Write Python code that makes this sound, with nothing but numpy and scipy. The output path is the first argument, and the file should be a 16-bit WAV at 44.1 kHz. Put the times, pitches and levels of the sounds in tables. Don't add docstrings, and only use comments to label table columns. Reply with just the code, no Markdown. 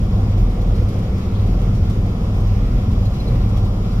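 import sys
import numpy as np
from scipy import signal
from scipy.fft import rfft, irfft, next_fast_len
from scipy.io import wavfile
from scipy.ndimage import uniform_filter1d, map_coordinates

SR = 44100
rng = np.random.default_rng(int(sys.argv[2]) if len(sys.argv) > 2 else 0)


def generate_wav(sig):
    pcm = np.round(np.clip(np.atleast_2d(sig).T, -1, 1) * 32767).astype(np.int16)
    wavfile.write(sys.argv[1], SR, pcm)


N = 176400

CRANK_HZ, WHEEL_HZ = 20.14, 16.85
# (multiple [1], level [dB])
ENGINE_HARMONICS = [(1, -29), (2, -20.5), (3, -30), (5, -21.5), (6, -33.5), (10, -33.5), (12, -39.5),
                    (14, -46), (18, -50.5), (24, -48.5)]
WHEEL_HARMONICS = [(4, -33.5), (5, -31), (9, -35), (10, -34), (11, -32), (13, -45.5), (20, -48.5),
                   (27, -52)]
# (time [s], relative level [dB])
THROB_ENVELOPE = [(.36, -22), (.43, -10.5), (.54, -22), (.6, -18), (.77, -18.5), (.85, -26), (1.28, -31),
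                  (1.49, -15), (1.8, -18), (2.2, -25), (2.3, -22.5), (2.77, -17), (3.0, -26), (3.21, -17.5),
                  (3.65, -20), (4, -19)]
BOOM_ENVELOPE = [(.09, -22), (.19, -16), (.42, -17), (.5, -34), (.63, -20), (1.24, -24), (1.41, -14),
                 (1.54, -27), (1.92, -19), (2.21, -26), (2.28, -19.5), (2.52, -16), (2.73, -29),
                 (3.08, -12), (3.13, -28.5), (3.45, -20), (3.61, -15.5), (3.72, -22)]
RUMBLE_ENVELOPE = [(0, -20), (.55, -25.5), (.78, -20), (1.2, -26.5), (1.52, -19.5), (1.9, -21.5),
                   (2.15, -25.5), (2.68, -21.5), (4, -24)]
ROAR_ENVELOPE = [(0, -33.5), (1.1, -33.5), (1.9, -33), (2.1, -33), (3.1, -33.5), (3.5, -32.5)]
# (time [s], relative level [dB])
GUST_STRENGTH = [(0.05, -53), (0.75, -50), (1.6, -51), (2.42, -53), (2.67, -49.5), (3.1, -53), (3.36, -49),
                 (3.73, -55), (4, -52.5)]
# (frequency [Hz], relative density [dB])
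RUMBLE_SPECTRUM = [(22, -33), (35, 3), (75, 0.5), (120, 0.5), (150, -10.5), (220, -8.5), (255, -13.5),
                   (275, -16), (320, -25.5), (500, -78)]
ROAR_SPECTRUM = [(150, -43), (250, -10.5), (300, 0), (490, -1.5), (560, -4), (680, -8), (735, -5),
                 (860, -12), (1000, -11.5), (1350, -14.5), (1550, -28), (2500, -79)]
ROAR_SIDE_SPECTRUM = [(60, -20), (100, 2.5), (150, 0.5), (290, -1), (400, 0), (490, 5.5), (600, -1),
                      (830, -1.5), (1000, -5), (1400, -5.5), (1800, -8.5), (2600, -39)]
HISS_SPECTRUM = [(700, -47), (1600, 0.5), (2100, 1.5), (3200, -0.5), (4100, -3.5), (4450, -8), (4650, -0.5),
                 (5650, 0), (5900, -6.5), (6800, -7), (7150, -12.5), (9500, -15.5), (12900, -10.5),
                 (13500, -17), (13800, -22), (16000, -29.5)]
HISS_SIDE_SPECTRUM = [(700, -42), (1600, -8), (2400, 5), (2750, -4), (3200, 4), (4200, -2), (4800, -2),
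                      (5600, -6.5), (6700, -7), (7200, -20), (9500, -17.5), (12900, -13), (13500, -21),
                      (13800, -30), (16000, -42)]
RUSH_SPECTRUM = [(1000, -37), (1700, -1.5), (2150, 3.5), (2800, -1.5), (3500, -5), (4400, -24)]
RATTLE_SPECTRUM = [(800, -28), (2000, 1), (3800, 4), (5700, 2.5), (7500, -4), (10000, -6), (13000, -4),
                   (15500, -14)]
CREAK_SPECTRUM = [(2400, -35), (3100, 0), (4200, 0), (5000, -18), (7000, -50)]
# (frequency [Hz], lead of the left ear [rad])
ROAR_PHASE = [(700, -0.33), (900, -1.9), (1050, -0.3), (1350, -1.76), (1600, 0.071)]
# (frequency [Hz], left minus right [dB])
WIND_BALANCE = [(2900, 0.5), (3300, 1.5), (5000, -1.5), (6400, 2.5), (7500, -4), (9800, -3), (11000, -2.5),
                (12600, 5.5), (14000, -2)]
# (centre time [s], frequency [Hz], nominal level [dB])
TREAD_TONES = [(.2, 733, -41), (.27, 480, -40)]
TRIM_SQUEAKS = [(.612, 4150, -53), (.70, 4200, -57), (0.757, 4250, -48), (0.785, 4300, -48),
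                (.83, 4330, -57), (0.893, 4120, -54), (1.537, 4100, -56), (3.066, 4080, -45),
                (3.14, 4020, -52), (3.206, 4110, -42.5), (3.282, 4090, -45), (3.575, 3290, -45),
                (3.92, 4280, -52)]
# (onset time [s], nominal level [dB])
TRIM_JOLTS = [(.372, -46), (.41, -58), (.612, -46), (.632, -57), (.752, -47), (.826, -50), (.885, -43.5),
              (.925, -54), (.985, -47), (1.179, -48), (1.33, -51), (1.467, -48), (1.612, -48), (1.747, -46),
              (1.895, -44), (1.93, -52), (2.403, -49), (2.468, -48), (2.912, -49), (3.05, -47),
              (3.132, -49), (3.198, -47), (3.277, -45), (3.35, -49), (3.41, -50), (3.487, -45.5),
              (3.567, -44), (3.642, -47), (3.916, -47)]
# (centre time [s], nominal level [dB], half-width [s])
CREAK_SPELLS = [(.78, -66, 0.093), (1.347, -53, .2), (3.353, -59, 0.19)]

RUMBLE_DB, ROAR_DB, ROAR_SIDE_DB = -20.5, -34, -41
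HISS_DB, HISS_SIDE_DB, RUSH_DB, CHATTER_DB = -51, -48, -54.5, -64.5


def engine():
    envelopes = {2: envelope(THROB_ENVELOPE), 5: envelope(BOOM_ENVELOPE)}
    tones = harmonics(ENGINE_HARMONICS, CRANK_HZ, drift=0.0013, flutter_db=0.6, flutter_rate=8)
    return sum(tone * envelopes.get(round(k), 1) for (k, _), tone in zip(ENGINE_HARMONICS, tones))


def wheels_and_road():
    tones = harmonics(WHEEL_HARMONICS, WHEEL_HZ, drift=0.002, flutter_db=2.0, flutter_rate=6.7)
    rumble = amp(RUMBLE_DB) * envelope(RUMBLE_ENVELOPE) * noise(RUMBLE_SPECTRUM, patchy_db=0.86)
    return sum(tones) + rumble


def tyre_roar():
    mid = amp(ROAR_DB) * noise(ROAR_SPECTRUM, patchy_db=1.34)
    side = amp(ROAR_SIDE_DB) * noise(ROAR_SIDE_SPECTRUM, patchy_db=0.1)
    roar = filtered(ears(mid, side), lambda hz: np.exp(np.outer([.5j, -.5j], along(ROAR_PHASE, hz))))
    return envelope(ROAR_ENVELOPE) * roar


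def wind():
    mid = amp(HISS_DB) * noise(HISS_SPECTRUM, patchy_db=0.94)
    side = amp(HISS_SIDE_DB) * noise(HISS_SIDE_SPECTRUM, patchy_db=1.5)
    gusts = unit(envelope(GUST_STRENGTH) ** 2.1)
    rush = amp(RUSH_DB) * gusts * noise(RUSH_SPECTRUM, patchy_db=1.55)
    flicker = amp(0.63 * wobble(24.9))
    air = flicker * (ears(mid, side) + rush)
    return filtered(air, lambda hz: amp(np.outer([.5, -.5], along(WIND_BALANCE, hz))))


def tread_singing(half_width_s=0.05, waver_hz=4.4):
    t, out = np.arange(N) / SR, np.zeros(N)
    waver = np.cumsum(waver_hz * wobble(40)) / SR
    for centre, hz, db in TREAD_TONES:
        tone = np.sqrt(2) * np.sin(2 * np.pi * (hz * t + waver))
        out += amp(db) * gaussian(t - centre, half_width_s) * tone
    return out


def trim_rattles(rise_s=0.0046, decay_s=0.024):
    t = np.arange(N) / SR
    chatter = amp(CHATTER_DB) * unit(amp(7.3 * np.tanh(wobble(30))))
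    power = chatter ** 2
    for onset, db in TRIM_JOLTS:
        age = np.maximum(t - onset, 0)
        burst = amp(db) * np.minimum(age / rise_s, 1) * np.exp(-age / decay_s)
        power += burst ** 2
    contacts = rng.standard_normal((2, N)) * amp(2.3 * wobble(1500))
    return np.sqrt(power) * coloured(contacts, RATTLE_SPECTRUM)


def trim_squeaks(half_width_s=0.017, waver_hz=55.3, left_lead_rad=2.5, right_excess_db=1.5):
    t, out = np.arange(N) / SR, np.zeros((2, N))
    waver = np.cumsum(waver_hz * wobble(500)) / SR
    grain = unit(amp(3 * np.tanh(wobble(220))))
    ear_phase = np.array([[left_lead_rad], [0]])
    ear_gain = amp(right_excess_db * np.array([[-.5], [.5]]))
    for centre, hz, db in TRIM_SQUEAKS:
        near = abs(t - centre) < 2 * half_width_s
        swell = grain[near] * gaussian(t[near] - centre, half_width_s)
        tone = np.sqrt(2) * np.sin(2 * np.pi * (hz * t[near] + waver[near]) + ear_phase)
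        out[:, near] += amp(db) * ear_gain * swell * tone
    return out


def trim_creaks():
    t = np.arange(N) / SR
    spells = sum(amp(db) * gaussian(t - centre, half_width) for centre, db, half_width in CREAK_SPELLS)
    grain = amp(9.3 * np.tanh(wobble(70)) + 4 * np.tanh(wobble(450)))
    slips = grain * rng.standard_normal((2, N))
    return spells * coloured(slips, CREAK_SPECTRUM)


def harmonics(table, hz, drift, flutter_db, flutter_rate):
    angle = 2 * np.pi * np.cumsum(hz * (1 + drift * wobble(1.963))) / SR
    tones = []
    for multiple, db in table:
        tone = np.sin(round(multiple) * angle + 2 * np.pi * rng.random())
        flutter = amp(flutter_db * wobble(flutter_rate))
        tones.append(amp(db) * unit(tone * flutter))
    return tones


def noise(spectrum, patchy_db):
    bins = signal.stft(rng.standard_normal(N), nperseg=512)[2]
    patches = uniform_filter1d(rng.standard_normal(bins.shape), size=6, axis=0)
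    patches = uniform_filter1d(patches, size=20, axis=1)
    patchy = signal.istft(bins * amp(patchy_db * unit(patches)), nperseg=512)[1][:N]
    return coloured(patchy, spectrum)


def coloured(x, spectrum):
    return unit(filtered(x, lambda hz: amp(along(spectrum, hz))))


def filtered(x, response):
    size = next_fast_len(N + SR // 2)
    return irfft(rfft(x, size) * response(np.fft.rfftfreq(size, 1 / SR)), size)[..., :N]


def ears(mid, side):
    return np.array([mid + side, mid - side])


def envelope(points):
    times, db = np.transpose(points)
    return unit(amp(np.interp(np.arange(N) / SR, times, db)))


def gaussian(offset, half_width):
    return np.exp(-2 * (offset / half_width) ** 2)


def wobble(rate):
    return map_coordinates(rng.standard_normal(4096), [np.arange(N) * rate / SR + 2], mode="wrap")


def along(points, hz):
    frequencies, values = np.transpose(points)
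    return np.interp(np.log(hz + 1), np.log(frequencies + 1), values)


def amp(db):
    return 10 ** (np.asarray(db) / 20)


def unit(x):
    return x / np.sqrt(np.mean(x ** 2) + 1e-20)


def scene():
    driving = engine() + wheels_and_road() + tyre_roar() + wind() + tread_singing()
    return driving + trim_rattles() + trim_squeaks() + trim_creaks()


def record(dry, cutoff_hz=15750):
    return filtered(dry, lambda hz: hz < cutoff_hz)


dry = scene()
out = record(dry)
generate_wav(out)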